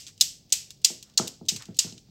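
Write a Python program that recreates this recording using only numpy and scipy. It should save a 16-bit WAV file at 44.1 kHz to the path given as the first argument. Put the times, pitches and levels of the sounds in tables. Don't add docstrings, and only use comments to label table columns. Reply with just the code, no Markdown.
import sys
import numpy as np
from scipy import signal
from scipy.fft import rfft, irfft
from scipy.io import wavfile
from scipy.ndimage import uniform_filter1d, minimum_filter1d

SR = 44100
rng = np.random.default_rng(int(sys.argv[2]) if len(sys.argv) > 2 else 0)


def bounce(signal):
    frames = np.transpose(np.atleast_2d(signal))
    limited = np.clip(frames, -1, 1)
    pcm = np.round(limited * 32767).astype(np.int16)
    wavfile.write(sys.argv[1], SR, pcm)


N = 92610
LEAD, LENGTH = SR // 4, SR * 3 // 5
AGE = np.arange(LENGTH) / SR
SIDE = np.array([[1], [-1]])


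# (pitch [Hz], level [dB])
ROW_RINGS = [(2740, 0.5), (3510, 1), (4136, 5.5), (4556, -16), (4950, 13.5), (5455, 3.5), (6228, 0),
             (6510, 1), (6850, 9.5), (8046, 2), (11600, 3)]
# (time [s], level [dB], first touch [dB], room send [dB], low mids [dB], treble [dB],
# hollow body [dB], stereo spread [dB], chatter length [s], three ring pitches [Hz])
BEAD_HITS = [(-0.098, 1.5, -21, 0, 2.5, 1.9, -30, -27.5, .005, 4200, 5400, 6400),
             (0.2102, 3, -12, -1.5, -1.5, 2.1, 3.5, -33, 0.0043, 3970, 5350, 6500),
             (0.5242, -2, -23, 1.5, 2, 2.1, -24, -4, 0.0024, 6050, 6620, 7900),
             (0.8459, 1.5, -13.5, -0.5, 1, 0, -11, -39, 0.0044, 5080, 5830, 6740),
             (1.1749, -2, -15.5, 1.5, -2, -3.9, 4.5, -45, 0.0039, 4400, 6130, 7150),
             (1.4858, -5.5, -12, 3, 2.5, -1.1, -26, -20, 0.0059, 3960, 5300, 6100),
             (1.789, 0, -14.5, -0.5, 1, -1.4, 2.5, -28, 0.0049, 5070, 6670, 7100)]

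def bead_clicks():
    out = np.zeros((2, LEAD + N))
    first_strength, rise_s, fall_s = 0.12, 0.00083, 0.0025
    body_hz, body_width_hz, body_rise_s = 845, 238, 0.0014
    body_envelope = np.exp(-np.pi * body_width_hz * AGE) * AGE / body_rise_s
    body = from_db(-36.5) * np.sin(2 * np.pi * body_hz * AGE) * body_envelope
    attack = np.minimum(first_strength + AGE / rise_s, 1)
    for s, db, touch_db, room_db, low_mid_db, treble_db, body_db, spread_db, hold_s, *pitches in BEAD_HITS:
        envelope = attack * np.exp(-np.maximum(AGE - hold_s, 0) / fall_s)
        force = chatter(envelope)
        force[0] += from_db(touch_db)
        bead = from_db(10.5) * sum(resonate(force, hz, width_hz=320) for hz in pitches)
        row = sum(from_db(ring_db) * resonate(force, hz, width_hz=67) for hz, ring_db in ROW_RINGS)
        sparkle = colour(chatter(envelope), CONTACT_EQ)
        sparkle = cut(cut(sparkle, 4800, "high"), 4800, "high")
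        click = in_room(unit(force + bead + row), room_db) + from_db(spread_db) * sparkle * SIDE
        click = colour(click, [(2300, low_mid_db), (4000, 0.029), (7000, 0.0055), (12000, treble_db)])
        add(out, s, from_db(db) * (from_db(20) * click + from_db(body_db) * body))
    return out[:, LEAD:]


def chatter(envelope, contacts_per_s=5900):
    contacts = rng.random(LENGTH) < contacts_per_s / SR
    return flatten(rng.standard_normal(LENGTH) * (contacts + 0.085) * envelope)


# (time [s], level [dB], treble [dB])
BEAD_TOUCHES = [(0.0665, -27.5, -13), (0.073, -31, -13), (0.081, -31.5, -10), (0.090, -41, -20),
                (0.177, -40, -7), (0.2015, -33, -7), (0.2092, -22, 12), (0.494, -51, -2),
                (0.502, -41.5, -8.5), (0.5226, -11.5, -10), (0.7055, -27.5, -6), (0.771, -51.5, -11),
                (0.817, -46.5, -1), (0.8415, -32, -2), (1.0265, -29, -3), (1.0968, -45, -9.5),
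                (1.138, -47, -16), (1.2735, -22.5, -8), (1.278, -20, -1), (1.34, -41.5, -14),
                (1.453, -46, -6.5), (1.461, -43.5, -4.5), (1.484, -26.5, -5), (1.562, -20.5, -7),
                (1.622, -29.5, -7.5), (1.655, -35, -8), (1.745, -40.5, -14), (1.768, -36.5, 4),
                (1.7868, -32, 1), (1.896, -34, -16), (1.923, -33.5, -19), (1.979, -34.5, -17)]

def finger_ticks():
    out = np.zeros((2, LEAD + N))
    rise_s, fall_s = .0004, 0.0039
    envelope = np.minimum(AGE / rise_s, 1) * np.exp(-AGE / fall_s)
    for s, db, treble_db in BEAD_TOUCHES:
        force = colour(chatter(envelope), [(6000, 0.013), (12000, treble_db)])
        add(out, s, from_db(23 + db) * in_room(force, room_db=-4.5))
    return out[:, LEAD:]


# (pitch [Hz], level [dB], decay by 60 dB [s])
THUD_MODES = [(120.8, -54.5, 0.14), (171, 2, 0.13), (228.1, -2.5, 0.099), (348.6, 0, 0.042),
              (477.4, -15, .2), (650, -11, 0.12), (836, 6, 0.015), (1290, 1.5, 0.022)]
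# (frequency [Hz], gain [dB])
RUMBLE_EQ = [(40, -16.5), (110, 9), (200, 1.5), (400, -3.5), (800, -13), (1500, -17.5), (3000, -33),
             (16000, -77.5)]
# (time [s], level [dB], low cut [Hz], high cut [Hz])
KNOCK_HITS = [(0.901, -7, 337, 610), (1.1968, 4, 213, 2280), (1.412, -9.5, 126, 517), (1.519, -9, 80, 443),
              (1.545, -14, 71, 324), (1.686, -7.5, 107, 430), (1.845, -8.5, 111, 480),
              (1.922, -15.5, 84.8, 500), (2.085, -25, 90, 501)]

def dull_knocks():
    out = np.zeros(LEAD + N)
    attack = 1 - np.exp(-AGE / 0.00083)
    for s, db, low_hz, high_hz in KNOCK_HITS:
        thud = 0
        for k, (hz, mode_db, t60) in enumerate(THUD_MODES):
            decay = from_db(mode_db + rng.normal(0, .7) - 60 * AGE / t60)
            thud += (-1) ** k * decay * np.sin(2 * np.pi * hz * AGE)
        rumble = colour(reflections(t60_s=.28), RUMBLE_EQ)
        knock = band(from_db(-27.5) * thud * attack + from_db(11.5) * rumble, low_hz, high_hz)
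        add(out, s, from_db(db) * cut(knock, 2 * high_hz, "low"))
    return out[LEAD:]


# (frequency [Hz], gain [dB])
FRICTION_EQ = [(100, -10), (600, -6), (1300, -1), (2200, -2), (4000, 0), (7500, -3), (9500, -14),
               (16000, -20)]
# (peak time [s], half-width [s], level [dB], low cut [Hz], high cut [Hz])
FINGER_STROKES = [(0.085, .02, -54.5, 1600, 6000), (0.198, .010, -64, 2500, 9000),
                  (0.508, .012, -61.5, 2500, 9000), (0.71, .006, -53.5, 2000, 6900),
                  (0.826, .009, -64, 2500, 9000), (1.088, 0.056, -71, 450, 1800),
                  (1.19, .006, -36.5, 600, 2200), (1.568, .010, -51.5, 900, 3500),
                  (1.618, 0.023, -51.5, 800, 2150), (1.687, 0.048, -65.5, 1200, 2400),
                  (1.771, 0.021, -55.5, 3500, 9000), (1.855, 0.059, -60, 900, 1400),
                  (1.98, .010, -60.5, 1800, 6000), (2.088, 0.044, -76, 900, 7000)]

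def finger_rubs(grains_per_s=2500):
    t, out = np.arange(N) / SR, 0
    grains = rng.standard_normal(N) * (.4 + (rng.random(N) < grains_per_s / SR))
    friction = colour(grains, FRICTION_EQ)
    for s, half_width_s, db, low_hz, high_hz in FINGER_STROKES:
        swell = np.exp(-((t - s) / half_width_s) ** 2)
        out += from_db(db) * swell * np.sqrt(N) * unit(band(friction, low_hz, high_hz))
    return out


# (frequency [Hz], gain [dB])
CONTACT_EQ = [(60, -52), (500, -33), (1400, -34), (2100, -23), (2800, -8), (3900, -4), (5200, -5.5),
              (7000, -4), (8100, -5), (9300, -13.5), (10500, -17.5), (11700, -12), (13500, -17),
              (15500, -15.5)]
# (frequency [Hz], gain [dB])
ECHO_EQ = [(60, -21), (800, -27.5), (1400, -25), (2100, -13.5), (2800, -5.5), (3900, -3), (5200, 3),
           (7000, 1.5), (8100, 0), (9300, -16.5), (10500, -15.5), (11700, -13.5), (13500, -16.5),
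           (15500, -21.5)]

def in_room(force, room_db):
    walls = cut(reflections(t60_s=0.34), 6730, "low") + cut(reflections(t60_s=0.27), 6600, "high")
    width = from_db(-49) * reflections(t60_s=0.34) * SIDE
    early = reflections(t60_s=0.028)
    echo = from_db(-12.5) * early + from_db(-13) * (walls + width)
    return colour(force, CONTACT_EQ) + from_db(room_db) * colour(echo, ECHO_EQ)


def reflections(t60_s, onset_s=0.012):
    build_up = 1 - np.exp(-(AGE / onset_s) ** 4)
    return unit(rng.standard_normal(LENGTH) * from_db(-60 * AGE / t60_s) * build_up)


# (frequency [Hz], gain [dB])
HUSH_EQ = [(15, -37), (25, 2.5), (141, 15), (641, -6.5), (796, -8.5), (936, -17.5), (1520, -22.5),
           (2840, -14), (5000, -5.5), (7920, -21), (10100, -29), (14800, -22), (16000, -14)]

def room_tone():
    return from_db(-59.5) * np.sqrt(N) * unit(colour(rng.standard_normal(N), HUSH_EQ))


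def from_db(db):
    return 10 ** (np.asarray(db) / 20)


def unit(x):
    return x / np.sqrt(np.sum(x ** 2) + 1e-20)


def add(out, s, sound):
    i = LEAD + int(round(s * SR))
    out[..., i:i + LENGTH] += sound[..., :out.shape[-1] - i]


def colour(x, points):
    n = x.shape[-1]
    hz, db = np.transpose(points)
    curve_db = np.interp(np.log(np.fft.rfftfreq(n, 1 / SR) + 1), np.log(hz), db)
    cepstrum = irfft(np.log(from_db(curve_db)), n)
    cepstrum[1:n // 2] *= 2
    cepstrum[n // 2 + 1:] = 0
    return irfft(rfft(x) * np.exp(rfft(cepstrum)), n)


def flatten(x):
    half = LENGTH // 2
    spectrum = rfft(np.roll(x, half))
    humps = np.sqrt(uniform_filter1d(abs(spectrum) ** 2, 900) + 1e-20)
    flat = irfft(spectrum / humps, LENGTH)
    return unit(np.pad(flat[half:], (0, half)))


def resonate(x, hz, width_hz):
    return signal.lfilter(*signal.iirpeak(hz, hz / width_hz, fs=SR), x + 1e-18)


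def cut(x, hz, kind):
    return signal.lfilter(*signal.butter(2, hz, kind, fs=SR), x + 1e-18)


def band(x, low_hz, high_hz):
    return cut(cut(x, low_hz, "high"), high_hz, "low")


def scene():
    return bead_clicks() + finger_ticks() + finger_rubs() + dull_knocks() + room_tone()


def record(dry):
    ceiling, window_samples, cutoff_hz = .87, 130, 16450
    safe_gain = np.minimum(1, ceiling / (abs(dry).max(axis=0) + 1e-9))
    gain = uniform_filter1d(minimum_filter1d(safe_gain, window_samples), window_samples)
    return signal.sosfilt(signal.cheby2(20, 80, cutoff_hz, fs=SR, output="sos"), gain * dry)


dry = scene()
out = record(dry)
bounce(out)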